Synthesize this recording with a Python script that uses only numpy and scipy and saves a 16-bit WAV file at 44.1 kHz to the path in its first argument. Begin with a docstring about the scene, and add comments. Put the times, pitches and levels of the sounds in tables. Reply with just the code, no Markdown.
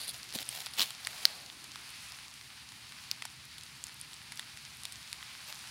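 """Dry leaves brush underfoot and the first twigs snap: someone steps through leaf litter in a wood,
crouches and picks a chestnut out of its spiny husk; spines and nuts tick under the fingers.
Snaps are impulses ringing in two damped modes; leaves are random trains of tiny fractures, filtered.
Thuds are damped low sines; cloth is resonant noise; hiss and faint far rumble are coloured noise.
A decaying noise response adds the scatter of the trunks."""
import sys
import numpy as np
from scipy import signal
from scipy.fft import rfft, irfft
from scipy.io import wavfile

SR = 44100
rng = np.random.default_rng(int(sys.argv[2]) if len(sys.argv) > 2 else 0)


def transcribe(signal):
    """Save signal, clipped to [-1, 1], as a 16-bit WAV file at the path in sys.argv[1]."""
    frames = np.atleast_2d(signal).T
    limited = np.clip(frames, -1, 1)
    pcm = np.round(limited * 32767).astype(np.int16)
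    wavfile.write(sys.argv[1], SR, pcm)


N = 251370   # samples
TIME = np.arange(N) / SR   # s


def from_db(db):
    """Level definition: decibels to amplitude gain."""
    return 10 ** (np.asarray(db) / 20)


def rms_one(x):
    """Normalization: scale a signal to unit rms."""
    return x / np.sqrt(np.mean(x ** 2) + 1e-20)


def in_time(rows):
    """Linear interpolation: each column of a curve at every sample."""
    s, *columns = np.transpose(rows)
    return [np.interp(TIME, s, c) for c in columns]


def swell(corners_s):
    """Triangular envelope: a linear rise and fall through three times, put in order first."""
    return np.interp(TIME, np.sort(corners_s), [0, 1, 0])


def band(x, low_hz, high_hz, order=2):
    """Band limitation: a causal Butterworth band-pass."""
    edges = [low_hz, min(high_hz, .48 * SR)]
    sos = signal.butter(order, edges, "band", fs=SR, output="sos")
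    return signal.sosfilt(sos, x + 1e-18)


def resonance(x, hz, width_hz):
    """Damped resonance: a pole pair whose radius sets the bandwidth, with gain about 1 at its top."""
    r = np.exp(-np.pi * width_hz / SR)
    zeros = (1 - r * r) / 2 * np.array([1, 0, -1])
    poles = [1, -2 * r * np.cos(2 * np.pi * hz / SR), r * r]
    return signal.lfilter(zeros, poles, x)


def coloured(x, spectrum):
    """Minimum phase: a folded cepstrum gives the causal filter of a spectrum, scaled to unit power."""
    size = 8192
    hz, db = np.transpose(spectrum)
    grid = np.maximum(np.arange(size // 2 + 1) * SR / size, 1)
    gain = from_db(np.interp(np.log(grid), np.log(hz), db))
    cepstrum = irfft(np.log(gain))
    cepstrum[1:size // 2] *= 2
    cepstrum[size // 2 + 1:] = 0
    response = irfft(np.exp(rfft(cepstrum)))
    return signal.fftconvolve(x, response / np.linalg.norm(response))[:N]


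def grains(per_s, spread_db):
    """Shot noise: tiny fractures at random moments, some larger than the rest; power about 1."""
    sizes = rms_one(from_db(spread_db * np.minimum(rng.exponential(1, N), 3)))
    chance = np.clip(per_s / SR, 1e-6, 1)   # per sample
    breaks = rng.random(N) < chance
    return breaks * sizes * rng.choice([-1, 1], N) / np.sqrt(chance)


def flicker(rate, depth_db):
    """Random amplitude modulation: a gain in dB that heads for a new value rate times a second."""
    steps = rng.standard_normal(4096)
    return from_db(depth_db * np.interp(TIME * rate, np.arange(len(steps)), steps))


# level of the hiss of the wood: t/s, level/dB
HISS_LEVEL = [(0.0, -46.5), (0.13, -50.5), (0.3, -50.5), (0.71, -49.5), (0.84, -52), (1.22, -46),
              (1.48, -52), (1.7, -50.5), (1.89, -48.5), (2.06, -49), (2.35, -52), (2.68, -52.5),
              (3.0, -50.5), (3.35, -52.5), (3.97, -52), (5.22, -50), (5.7, -48)]
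# spectrum of the hiss: f/Hz, relative level/dB
HISS_SPECTRUM = [(300, -18.5), (520, -14.5), (780, -4), (1050, -1), (1600, -2), (2500, 1.5), (3400, -0.5),
                 (4500, 1.5), (6000, -6.5), (7800, -9.5), (10000, -7), (11300, -15.5), (14000, -17.5),
                 (16000, -23)]
# hiss ranges, the treble swelling most: low f/Hz, high f/Hz, relative level/dB, follow/(dB per dB of swell)
HISS_BANDS = [(398, 1565, -11.5, 1.0), (1500, 6080, -1.5, 1.0), (5930, 20000, -6.5, 1.1)]
# far rumble: t/s, level/dB
RUMBLE_LEVEL = [(0, -62), (1.0, -64), (2.2, -64), (3.2, -63), (4.8, -62.5), (5.7, -63)]
# spectrum of the rumble: f/Hz, relative level/dB
RUMBLE_SPECTRUM = [(20, -29), (45, -18), (68, 0.5), (100, -3.5), (125, 3.5), (165, -4.5), (240, -6.5),
                   (330, -13), (480, -20.5), (900, -44)]


def wood():
    """Filtered noise: far hiss in three ranges that swell together and stir slightly, over a low rumble."""
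    level_db, = in_time(HISS_LEVEL)
    rumble_db, = in_time(RUMBLE_LEVEL)
    usual_db = level_db.mean()
    out = from_db(rumble_db) * coloured(rng.standard_normal(N), RUMBLE_SPECTRUM)
    for low_hz, high_hz, range_db, follows in HISS_BANDS:
        hiss = band(coloured(rng.standard_normal(N), HISS_SPECTRUM), low_hz, high_hz, order=4)
        stirred = rms_one(hiss * flicker(rate=40, depth_db=1.0))
        out += from_db(usual_db + range_db + follows * (level_db - usual_db)) * stirred
    return out


def trunks(x, t60=0.69, echo_db=-26):
    """Diffuse scattering: trunks and ground return a faint, dull tail, decaying 60 dB per t60 seconds."""
    t = TIME[:SR // 2]
    build_up = 1 - np.exp(-t / 0.0076)
    tail = band(rng.standard_normal(len(t)), 700, 4300, order=1) * from_db(-60 * t / t60) * build_up
    return from_db(echo_db) * signal.fftconvolve(x, tail / np.linalg.norm(tail))[:N]


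# clothes brushing in the stride and the crouch:
# start t/s, peak t/s, end t/s, level/dB, centre f/Hz, width of each resonance/Hz
CLOTH_SWISHES = [(0, .3, 0.55, -69, 334, 250), (0.93, 1.303, 1.57, -58, 660, 600),
                 (1.15, 1.635, 2.04, -66, 235, 236), (1.75, 2.025, 2.3, -59.5, 2580, 450)]


def clothes():
    """Friction noise: fabric slides on fabric in soft swells, each through one broad double resonance."""
    out = np.zeros(N)
    for start, peak, end, level_db, hz, width_hz in CLOTH_SWISHES:
        rubbing = resonance(resonance(rng.standard_normal(N), hz, width_hz), hz, width_hz)
        out += from_db(level_db) * swell([start, peak, end]) * rms_one(rubbing)
    return out


# weight landing on soft soil: t/s, relative level/dB, f/Hz, decay time/s
SOIL_THUDS = [(.345, -51, 227, .012), (0.357, -36, 220, 0.0042), (.402, -56.5, 275, 0.016),
              (0.791, -54, 217, 0.016)]


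def thuds(rise_s=0.0019, crumble_share=0.48):
    """Damped oscillation: soil answers each push with a few low cycles and a dull crumbling."""
    out = np.zeros(N)
    crumbling = crumble_share * rms_one(band(rng.standard_normal(N), 130, 750))
    for s, level_db, hz, decay in SOIL_THUDS:
        t = np.maximum(TIME - s, 0)
        push = (1 - np.exp(-t / rise_s)) * np.exp(-np.minimum(t / decay, 20))
        out += 2 * from_db(level_db) * push * (np.sin(2 * np.pi * hz * t) + crumbling)
    return band(out, 90, 830, order=1)


# how hard the litter is stirred, in the stride, at rest, under the hand and on rising: t/s, effort level/dB
STIRRING = [(0, 5.5), (.75, 3), (1.4, -5), (2.25, 1), (2.55, -7.5), (3.1, -4.5), (3.7, -1), (4.3, -2.5),
            (5.3, -2), (5.7, 1)]
# leaves and spines that crack: low f/Hz, high f/Hz, relative level/dB
LEAF_BANDS = [(1290, 3600, 0.5), (3230, 6600, -1.5), (3000, 6700, 2), (7950, 12000, -2.5),
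              (9300, 10600, -6)]
CRACKS_PER_S, CRACKLE_DB = 105, -58.5   # all leaves together, at 0 dB of effort
CRACKS_GROW = 1.2   # dB of rate per dB of effort


def crackle():
    """Random point process: lone cracks, louder and more frequent with effort, each leaf in its own band."""
    effort_db, = in_time(STIRRING)
    per_s = CRACKS_PER_S * from_db(CRACKS_GROW * effort_db)
    cracks = np.zeros(N)
    for low_hz, high_hz, leaf_db in LEAF_BANDS:
        clicks = grains(per_s / len(LEAF_BANDS), spread_db=4.5)
        cracks += from_db(leaf_db) * rms_one(band(clicks, low_hz, high_hz))
    return from_db(CRACKLE_DB + effort_db) * rms_one(cracks)


# shoes brushing through leaves, the three times in any order:
# start t/s, peak t/s, end t/s, level/dB, share of fine fizz (0-1, of power)
LEAF_SCUFFS = [(0, 0.001, 0.11, -42.5, 0.08), (.06, 0.096, 0.12, -37, 0), (0.126, .14, 0.23, -49.5, 0.7),
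               (0.33, 0.355, 0.37, -35, .3), (0.35, .409, 0.44, -41, 0.8), (.43, 0.588, 0.7, -43, 0.74),
               (0.723, 0.75, .765, -47, .3), (.82, 0.864, 0.95, -45.5, 0.6), (0.96, 1.12, 1.6, -51, 0.7),
               (5.487, 5.534, 5.46, -46, 1)]
# spectrum of the papery part: f/Hz, relative level/dB
PAPER_SPECTRUM = [(60, -51), (200, -30), (450, -12), (750, -15.5), (1200, -28), (2400, -25), (3500, -1.5),
                  (4600, 2.5), (5800, -16.5), (7800, -14), (10000, 0.5), (11500, -9), (16000, -21)]
# spectrum of the fine fizz: f/Hz, relative level/dB
FIZZ_SPECTRUM = [(60, -15), (300, -7), (750, 9.5), (1200, -2.5), (2500, 8), (4000, 6.5), (7500, 3.5),
                 (10000, -6), (12500, 3), (16000, -4)]


def scuffs():
    """Stick-slip friction: leaves slide in swells of clumped grains, partly papery, partly a fine fizz."""
    papery, fizzy = np.zeros(N), np.zeros(N)   # powers
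    for start, peak, end, level_db, fizz in LEAF_SCUFFS:
        power = from_db(level_db) ** 2 * swell([start, peak, end]) ** 2
        share = np.clip(fizz, 0, 1)
        papery += power * (1 - share)
        fizzy += power * share
    catching = rms_one(flicker(rate=410, depth_db=3.5))   # edges catch and slip
    paper_grains = np.sqrt(papery) * catching * grains(per_s=6600, spread_db=6.0)
    fizz_grains = np.sqrt(fizzy) * catching * grains(per_s=6500, spread_db=6.0)
    return coloured(paper_grains, PAPER_SPECTRUM) + coloured(fizz_grains, FIZZ_SPECTRUM)


# the sole crushing the litter: t/s, level/dB
SOLE_CRUSH = [(.765, -46), (.781, -38.5), (.79, -29.5), (.801, -33.5), (.813, -30), (.825, -29.5),
              (.834, -32), (.845, -42), (.87, -62)]
# spectrum of the crushing: f/Hz, relative level/dB
CRUSH_SPECTRUM = [(50, -43), (130, -22.5), (450, -20.5), (1050, -15), (1350, -18), (2300, -11.5),
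                  (3600, -6), (5200, -14.5), (8000, -17.5), (10000, -19.5), (16000, -19)]


def crush():
    """Dense fracture noise: under the full weight many leaves break at once, in quick clumps."""
    level_db, = in_time(SOLE_CRUSH)
    pressed = (TIME > SOLE_CRUSH[0][0]) & (TIME < SOLE_CRUSH[-1][0])
    clumps = rms_one(flicker(rate=500, depth_db=1.0))
    breaking = pressed * from_db(level_db) * clumps * grains(per_s=4200, spread_db=5.5)
    return coloured(breaking, CRUSH_SPECTRUM)


# twigs, stalks and spines that snap clearly: t/s, knock level/dB, crack level/dB, tick level/dB,
# decay time of the tearing/s, low mode f/Hz, high mode f/Hz
CLEAR_SNAPS = [(0.08, -62, -42, -43, .0018, 1980, 9860), (0.231, -60, -43.5, -51, .0008, 2070, 4800),
               (0.3254, -52, -43, -51, 0.0014, 2480, 5040), (0.3875, -40, -38, -44, .0009, 2340, 4260),
               (0.428, -49, -43, -46, 0.0016, 2090, 3850), (0.4905, -64, -40, -32.5, .0006, 2370, 9200),
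               (0.661, -49, -39, -42.5, .002, 1880, 4440), (0.667, -40.5, -43, -60, 0.0012, 1430, 3320),
               (0.7366, -56, -42, -61, .0017, 2350, 4500), (0.795, -33, -25.5, -52, .0014, 1000, 3940),
               (0.8054, -36.5, -25, -50, .0022, 1150, 3440), (0.817, -36, -25.5, -52, .0007, 1810, 3920),
               (0.8234, -44, -27.5, -37, 0.0039, 2400, 3940), (0.906, -47, -41.5, -42.5, .001, 1850, 2970),
               (1.049, -69, -37.5, -59, .0025, 1490, 4300),
               (1.0714, -31.5, -42, -34.5, 0.00081, 1880, 4700),
               (1.2535, -26.5, -14, -33, 0.00087, 1710, 4930), (1.4998, -45, -52, -65, 0.00054, 2150, 3290),
               (1.642, -55, -56, -46, 0.0024, 2450, 4200), (1.758, -44, -44, -53, 0.0014, 1160, 3100),
               (2.121, -66, -44.5, -50, .0007, 2480, 5120), (2.3398, -64, -50.5, -52, .0008, 2280, 5840),
               (2.412, -54, -48, -68, .0007, 2130, 4870), (2.7206, -49.5, -62, -51, .0016, 2000, 4090),
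               (2.9225, -47.5, -57, -54, .0008, 1960, 4260), (3.1138, -49, -27, -42, 0.00027, 2500, 4000),
               (3.2224, -37.5, -42, -47, 0.0013, 2080, 8050), (3.253, -41, -43, -40, .0024, 900, 5230),
               (3.582, -52, -48, -49.5, .0025, 2170, 2930), (3.6347, -65, -48.5, -48.5, .0015, 1980, 8400),
               (3.8399, -60, -42.5, -36, 0.00055, 2090, 7000), (3.8682, -53, -54, -46, .0008, 2350, 4520),
               (4.0132, -70, -49.5, -39.5, 0.0013, 2280, 9800),
               (4.1326, -56, -47.5, -52, .0009, 1590, 3270), (4.1415, -66, -52, -49, .0008, 2070, 7770),
               (4.321, -43, -47, -45, 0.0033, 1950, 4600), (4.374, -66, -43, -50, 0.0011, 2330, 5500),
               (4.395, -37, -43, -41.5, .0012, 2040, 3700), (4.5727, -46.5, -57, -48.5, .003, 2020, 4500),
               (4.8347, -64, -45, -44.5, 0.0013, 1830, 10200),
               (4.8532, -44, -37.5, -40, 0.0017, 2620, 4000), (4.923, -64, -44.5, -45, .0014, 1740, 7800),
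               (5.129, -42, -40, -39.5, 0.00057, 2505, 4300),
               (5.2277, -42.5, -68, -61, 0.00083, 2000, 3830),
               (5.5261, -45.5, -43.5, -49, 0.00062, 1690, 5140)]
# bands of knock, crack, tick and splinter: low f/Hz, high f/Hz
FRACTURE_BANDS = [(720, 3300), (2900, 6050), (6700, 11400), (11500, 16000)]
SPLINTERS = .16   # noise of the tearing, relative to the fracture impulse
SPLINTER_DB, SPLINTER_GROWS = -11, 1.15   # splinter level at a 0 dB crack; dB per dB of crack


def snaps(shiver_share=0.12, shiver_s=0.0031, strain_share=0.2, strain_s=0.000099,
          low_db=5.0, high_db=8.5, low_width_hz=450, high_width_hz=1200):
    """Impulse excitation: fibres strain, fracture and tear on briefly; the piece rings in two damped modes."""
    size, lead, span = 1500, 90, 270   # samples: whole piece, before the fracture, end of level window
    t, out = (np.arange(size) - lead) / SR, np.zeros(N + size)
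    times, knock_db, crack_db, tick_db, *shapes = np.transpose(CLEAR_SNAPS)
    straining = strain_share * np.exp(-abs(t) / strain_s)
    shivering = shiver_share * np.exp(-abs(t) / shiver_s)   # the litter around trembles on
    pieces = []
    for lasts, low_hz, high_hz in zip(*shapes):
        tearing = np.exp(-abs(t) / max(lasts, 1 / SR))
        roughness = np.where(t < 0, straining, tearing + shivering)
        force = (t == 0) + SPLINTERS * rng.standard_normal(size) * roughness
        low = from_db(low_db) * resonance(force, low_hz, low_width_hz)
        high = from_db(high_db) * resonance(force, high_hz, high_width_hz)
        pieces.append(force + low + high)
    splinter_db = SPLINTER_GROWS * crack_db + SPLINTER_DB
    sounds = np.zeros((len(pieces), size))
    for k, level_db in enumerate((knock_db, crack_db, tick_db, splinter_db)):
        part = band(np.array(pieces), *FRACTURE_BANDS[k], order=3)
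        # levels are rms over about 4 ms; neighbouring bands have opposite sign
        early = np.sqrt(np.sum(part[:, :span] ** 2, axis=1, keepdims=True) / (span - lead))
        sounds += (-1) ** k * part / early * from_db(level_db)[:, None]
    for s, sound in zip(times, sounds):
        at = int(s * SR) - lead
        out[at:at + size] += sound
    return out[:N]


def scene():
    """Superposition: near sounds, their scatter and the wood behind."""
    near = snaps() + scuffs() + crush() + thuds() + crackle() + clothes()
    return (near + trunks(near) + wood())[None]


CUTOFF_HZ = 15800


def record(dry):
    """Saturation and band limitation: high peaks are rounded and the top is cut steeply."""
    rounded = np.tanh(dry)
    steep = signal.ellip(12, .1, 80, CUTOFF_HZ, fs=SR, output="sos")
    return signal.sosfilt(steep, rounded)


dry = scene()
out = record(dry)
transcribe(out)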